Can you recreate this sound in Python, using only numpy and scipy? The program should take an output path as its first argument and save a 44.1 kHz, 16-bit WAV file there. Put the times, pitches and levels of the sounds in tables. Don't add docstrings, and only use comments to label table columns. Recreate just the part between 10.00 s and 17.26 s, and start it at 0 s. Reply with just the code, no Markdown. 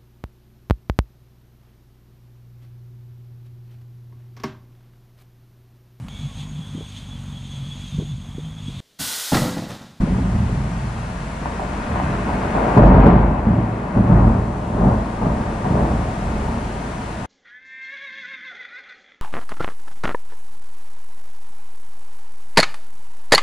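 import sys
import numpy as np
from scipy import signal
from scipy.fft import rfft, irfft
from scipy.io import wavfile
from scipy.ndimage import uniform_filter1d

SR = 44100
rng = np.random.default_rng(int(sys.argv[2]) if len(sys.argv) > 2 else 0)


def output_pcm(signal):
    pcm = np.clip(np.atleast_2d(signal).T, -1, 1) * 32767
    wavfile.write(sys.argv[1], SR, np.round(pcm).astype(np.int16))


N = 320250
TAPS = 16384
TIME = np.arange(N) / SR
HZ = np.maximum(np.arange(TAPS // 2 + 1) * SR / TAPS, 1)


def undb(db):
    return 10 ** (np.asarray(db) / 20)


def curve(table):
    rows = np.array(table)
    return undb(np.interp(TIME, rows[:, 0], rows[:, 1]))


def spectrum(table, column=1):
    rows = np.array(table)
    return np.interp(np.log(HZ), np.log(rows[:, 0]), rows[:, column])


def below(hz):
    return -10 * np.log10(1 + np.minimum(HZ / hz, 3) ** 12)


def above(hz):
    return -10 * np.log10(1 + np.minimum(hz / HZ, 3) ** 12)


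def colour(x, response_db):
    cepstrum = irfft(np.log(undb(response_db)))
    cepstrum[1:TAPS // 2] *= 2
    cepstrum[TAPS // 2 + 1:] = 0
    impulse = irfft(np.exp(rfft(cepstrum)))
    return signal.oaconvolve(np.pad(x, (TAPS - 1, 0), "wrap"), impulse, "valid")


def steady(x, span_s):
    size = max(int(span_s * SR), 2)
    power = uniform_filter1d(uniform_filter1d(x ** 2, size), size)
    return x / np.sqrt(np.maximum(power, 1e-18))


def arrivals(per_s, spread_db):
    hit = rng.random(N) < per_s / SR
    size = undb(spread_db * np.minimum(rng.exponential(size=N), 4))
    return hit * size * rng.choice([-1, 1], N)


def swarm(response_db, gain, per_s, spread_db, span_s):
    rows = [colour(arrivals(per_s, spread_db), response_db) for _ in range(2)]
    return gain * np.array([steady(row, span_s) for row in rows])


def rain():
    # frequency_hz, gain_db
    hiss_tone = [(60, 3.5), (250, -1), (450, -2.5), (650, 2.5), (1000, -1.5), (1600, -6.5), (2400, -11),
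                 (3200, -15.5), (4500, -21), (7000, -24), (9000, -25.5), (10100, -27.5), (11400, -43.5),
                 (14000, -45.5), (16000, -71)]
    # time_s, level_db
    rainfall = [(0, -35.5), (2.5, -34.5), (4.5, -35), (6.3, -34), (7.26, -34)]
    tone, gain = spectrum(hiss_tone), curve(rainfall)
    wash = swarm(tone, gain, per_s=16000, spread_db=2, span_s=0.34)
    ticks = swarm(tone + above(3500), gain * undb(-33), per_s=270, spread_db=2.5, span_s=0.8)
    return wash + ticks


def yard():
    # pitch_hz, width_hz, gain_db
    modes = [(50.3, 9.4, 14), (73.7, 7.5, 6.5), (93.7, 11, -3.5), (110.4, 6.7, 13.5), (135.5, 12.7, 8.5),
             (184.9, 46, 9.5), (224.3, 16.6, 9.5), (261.4, 21, 6.5), (330.3, 24, 3.5), (412.2, 9.8, 9),
             (455.7, 24, 6.5), (593.5, 48, 6), (738, 24, 1), (870, 7.7, -0.5), (970, 12, -1),
             (1313, 39, -3)]
    return sum(db * 2 ** -((2 * (HZ - hz) / width) ** 2) for hz, width, db in modes)


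def far_tone():
    # frequency_hz, gain_db
    boom_tone = [(12, -25), (22, -1), (31, -27), (43, 0.5), (70, 4), (130, 1.5), (200, -1.5), (290, -5),
                 (390, -9), (600, -28), (1200, -68.5), (3000, -95.5)]
    return spectrum(boom_tone) + yard()


def near_tone():
    # frequency_hz, gain_db
    rattle_tone = [(150, -45.5), (350, -8), (520, 3.5), (680, 4.5), (920, 1.5), (1300, -7.5), (1900, -19),
                   (3000, -49), (6000, -59.5), (12000, -87.5)]
    return spectrum(rattle_tone) + yard()


def roll(crest_s, level_db, swell_db_per_s, fade_db_per_s):
    before, after = np.maximum(crest_s - TIME, 0), np.maximum(TIME - crest_s, 0)
    return undb(level_db - swell_db_per_s * before - fade_db_per_s * after)


def surge(start_s, rise_s, hold_s, fade_db_per_s):
    age = TIME - start_s
    return np.clip(age / rise_s, 0, 1) * undb(-fade_db_per_s * np.maximum(age - rise_s - hold_s, 0))


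def thunder_gains():
    # crest_s, level_db, swell_db_per_s, fade_db_per_s
    deep_roll = (3.0, -25, 4, 2)
    chest_roll = (3.5, -21.5, 9.5, 4)
    middle_roll = (3.5, -22, 6.5, 3.5)
    rattle_roll = (3, -21, 16.5, 4.5)
    # deep_db, chest_db, rattle_db
    waves = [(-0.05, 0.023, 0.11, 45, -18, -3, -8, -23.5), (0.123, 0.028, 0.35, 19, -26, 1.5, 5, -17),
             (1.375, 0.052, 0.48, 13, -40.5, -1.5, -8, 3), (1.888, 0.015, 0.035, 60, -33.5, 5, 5, -0.5),
             (2.02, 0.015, 0.097, 90, -30, 0, 1, -7), (2.254, 0.022, 0.054, 115, -24.5, -8, -16, -9),
             (2.536, 0.025, 0.074, 26, -34.5, -5, -7, 11), (2.768, 0.007, 0.065, 69, -11, 5.5, -4, -0.5),
             (2.807, 0.035, 0.14, 36.5, -8, 6, -6.5, -1), (3.031, 0.017, 0.023, 87, -4.5, -2, -10.5, -5),
             (3.1, 0.041, 0.068, 61.5, -13, 2, 1, -7), (3.47, 0.0092, 0.11, 127.5, -13, -4, -1.5, -11.5),
             (3.943, 0.0084, 0.041, 69, -12, -2.5, -4, -8.5), (4.049, 0.049, 0.16, 62, -13, 3, 1.5, -6),
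             (4.673, 0.18, 0.068, 111, -17.5, 4, 0, -2.5), (5.206, 0.013, 0.056, 44, -24, 3.5, 0.5, -1),
             (5.626, 0.023, 0.08, 82, -26, 2.5, 4.5, -3.5), (5.729, 0.03, 0.055, 64, -24.5, 4, -10, 0.6),
             (5.88, 0.019, 0.082, 68, -30, 6.5, 0.5, -12), (6.17, 0.096, 0.16, 34, -32.5, 8, -0.5, -4),
             (6.407, 0.042, 0.039, 36, -31.5, -5, -13, -3)]
    deep_lag_s = 0.014
    power = np.array([roll(*row) for row in (deep_roll, chest_roll, middle_roll, rattle_roll)]) ** 2
    for start, rise, hold, fade, middle_db, deep_db, chest_db, rattle_db in waves:
        middle = undb(middle_db) * surge(start, rise, hold, fade)
        deep = undb(middle_db + deep_db) * surge(start + deep_lag_s, rise, hold, fade)
        power += np.array([deep, undb(chest_db) * middle, middle, undb(rattle_db) * middle]) ** 2
    return np.sqrt(power)


def boom(deep_gain, chest_gain, middle_gain, rattle_gain):
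    deep_top_hz, chest_top_hz, middle_top_hz = 88.6, 160, 238
    tone = far_tone()
    chest_tone = tone + above(deep_top_hz) + below(chest_top_hz)
    middle_tone = tone + above(chest_top_hz) + below(middle_top_hz)
    upper_gain = undb(0.46) * middle_gain * (rattle_gain / middle_gain) ** 0.49
    deep = swarm(tone + below(deep_top_hz), deep_gain, per_s=160, spread_db=3, span_s=0.071)
    chest = swarm(chest_tone, chest_gain, per_s=300, spread_db=2, span_s=0.17)
    middle = swarm(middle_tone, middle_gain, per_s=400, spread_db=1.5, span_s=0.064)
    upper = swarm(tone + above(middle_top_hz), upper_gain, per_s=600, spread_db=3, span_s=0.07)
    return deep + chest + middle + upper


def rattle(gain):
    return swarm(near_tone(), gain, per_s=1500, spread_db=2, span_s=0.04)


def shocks(table, response_db):
    out, t = np.zeros(N), TIME[:TAPS // 16]
    impulse = colour(signal.unit_impulse(TAPS), response_db)
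    for start_s, peak_db, length_s in table:
        n_wave = (1 - 2 * t / length_s) * (t < length_s)
        ringing = signal.fftconvolve(n_wave, impulse)[:TAPS]
        start = int(start_s * SR)
        out[start:start + TAPS] += (undb(peak_db) * ringing / np.abs(ringing).max())[:N - start]
    return out


def echoes(decay_s):
    tail = rng.standard_normal(TAPS) * np.exp(-TIME[:TAPS] / decay_s)
    return tail / np.linalg.norm(tail)


def reflected(direct, echo_db, side_db, decay_s):
    front, side = (signal.oaconvolve(direct, echoes(decay_s))[:N] for _ in range(2))
    return np.array([direct + undb(echo_db) * front, undb(side_db) * side])


def claps():
    # start_s, body_peak_db, length_s
    blows = [(0.074, -15.5, 0.0036), (0.185, -14.5, 0.0042), (2.766, -5.5, 0.0017), (2.773, 0, 0.0027),
             (2.781, 0, 0.0034), (2.82, 6.5, 0.0017), (2.847, 6.5, 0.0032), (2.859, 6.5, 0.0038),
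             (2.889, 6.5, 0.0029), (2.898, -2, 0.005), (2.914, 1, 0.0047), (2.95, 6.5, 0.003),
             (2.994, 6.5, 0.0045), (3.043, 7.5, 0.0017), (3.063, 10.5, 0.0036), (3.081, 8.5, 0.0025),
             (3.096, 6.5, 0.0038), (3.123, 0.5, 0.0097), (3.161, 2, 0.0054), (3.467, 5.5, 0.0039),
             (3.496, -3.5, 0.003), (3.504, 0.5, 0.0054), (3.532, -6, 0.0059), (3.585, 0, 0.0031),
             (3.953, -6, 0.0048), (3.967, 4.5, 0.0033), (3.993, 0, 0.0042), (4.004, 1.5, 0.0033),
             (4.083, -4, 0.004), (4.099, 5, 0.0035), (4.119, 2, 0.0041), (4.155, -0.5, 0.0044),
             (4.216, -10, 0.0038), (4.269, -7, 0.0077), (4.832, -2, 0.0024), (4.87, -3, 0.0018),
             (4.885, -9, 0.0022), (5.229, -9, 0.0019), (5.267, -5, 0.00084), (5.669, -9, 0.0041),
             (5.705, -5.5, 0.0064), (5.721, -8, 0.0043)]
    nearest_s, absorb_db_per_s, front_db = 1.5, 4.5, -9
    front_gain = undb(front_db - absorb_db_per_s * np.maximum(TIME - nearest_s, 0))
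    direct = shocks(blows, far_tone()) + front_gain * shocks(blows, near_tone())
    return reflected(direct, echo_db=-11, side_db=-3, decay_s=0.039)


def cracks():
    # start_s, peak_db, length_s
    blows = [(1.457, -15, 0.00039), (1.595, -15, 0.0009), (1.618, -18, 0.0012), (1.957, -13.5, 0.00062),
             (1.999, -11.5, 0.00079), (2.138, -19, 0.001), (2.292, -15, 0.00086), (2.33, -15, 0.0012),
             (2.433, -15, 0.001), (2.549, -12, 0.0012), (2.583, -16, 0.0014), (2.68, -15, 0.0013),
             (5.644, -15, 0.00063)]
    direct = shocks(blows, near_tone() + above(616))
    return reflected(direct, echo_db=-4, side_db=1.5, decay_s=0.022)


def tear():
    # frequency_hz, gain_db
    tear_tone = [(400, -33.5), (1000, 10), (1500, 7), (2000, 2.5), (2450, 0.5), (3200, -11), (4500, -21.5),
                 (8000, -42.5), (14000, -55)]
    # time_s, relative_db
    swell = [(0.0, -58), (0.9, -53), (1.4, -47.5), (1.98, -37.5), (2.25, -38.5), (2.75, -35.5), (2.86, -26),
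             (3.09, -23), (3.3, -33), (3.8, -36.5), (4.17, -35), (4.65, -49), (5.3, -42.5), (7.26, -59)]
    return swarm(spectrum(tear_tone), curve(swell) * undb(2), per_s=2500, spread_db=-1, span_s=0.15)


def overload_clicks():
    # start_s, peak_db
    moments = [(2.85, -26), (2.86, -27), (2.89, -25), (2.951, -26.5), (3.046, -26), (3.072, -27),
               (3.084, -24.5), (3.1, -26.5)]
    # frequency_hz, gain_db
    click_tone = [(1000, -11), (2500, 1.5), (4000, 1), (8000, -10), (14000, -22)]
    clicks = np.zeros(N)
    for start_s, peak_db in moments:
        clicks[int(start_s * SR)] += undb(peak_db)
    tone = spectrum(click_tone)
    unit_peak = np.abs(colour(signal.unit_impulse(TAPS), tone)).max()
    return np.array([colour(clicks, tone) / unit_peak, np.zeros(N)])


def microphones(direct, diffuse):
    # frequency_hz, side_minus_mid_db, left_minus_right_db
    pair = [(110, -42, -0.45), (200, -38, 0), (340, -16.5, -0.2), (520, -12.5, 0), (760, -2.5, 4.6),
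            (1400, -1.2, 4.5), (2400, -3.3, 2.8), (3500, -6.5, 1), (5000, -2.3, 1), (7000, 1, -1.6),
            (12000, 0.7, 0.5)]
    side = colour(diffuse, spectrum(pair))
    lean_db = spectrum(pair, column=2) / 2
    comb = np.abs(1 + undb(-9.5) * rfft(echoes(decay_s=0.06)))
    ripple_db = 20 * np.log10(comb + 1e-3) * undb(above(680))
    left = colour(direct + side, ripple_db + lean_db)
    right = colour(direct - side, ripple_db - lean_db)
    return np.array([left, right])


def scene():
    deep_gain, chest_gain, middle_gain, rattle_gain = thunder_gains()
    thunder = rattle(rattle_gain) + tear() + claps() + cracks()
    thunder += boom(deep_gain, chest_gain, middle_gain, rattle_gain)
    direct, diffuse = signal.windows.tukey(N, 0.002) * (thunder + rain() + overload_clicks())
    return microphones(direct, diffuse)


def gain_control(x, limit_db, recovery_db_per_s, sense_s, attack_s, hold_s):
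    power = uniform_filter1d(np.mean(x ** 2, axis=0), int(sense_s * SR))
    over_db = np.maximum(10 * np.log10(np.maximum(power, 1e-12)) - limit_db, 0)
    creep_db = recovery_db_per_s * TIME
    cut_db = np.maximum.accumulate(over_db + creep_db) - creep_db
    held_db = np.maximum(cut_db, np.interp(TIME - hold_s, TIME, cut_db))
    pole = np.exp(-1 / (attack_s * SR))
    return x * undb(-signal.lfilter([1 - pole], [1, -pole], held_db))


def record(dry):
    ducked = gain_control(dry, limit_db=-7, recovery_db_per_s=3.5,
                          sense_s=0.09, attack_s=0.0078, hold_s=0.082)
    top_cut = signal.ellip(8, 0.2, 70, 15500, fs=SR, output="sos")
    return signal.sosfilt(top_cut, np.clip(ducked, -1, 1))


dry = scene()
out = record(dry)
output_pcm(out)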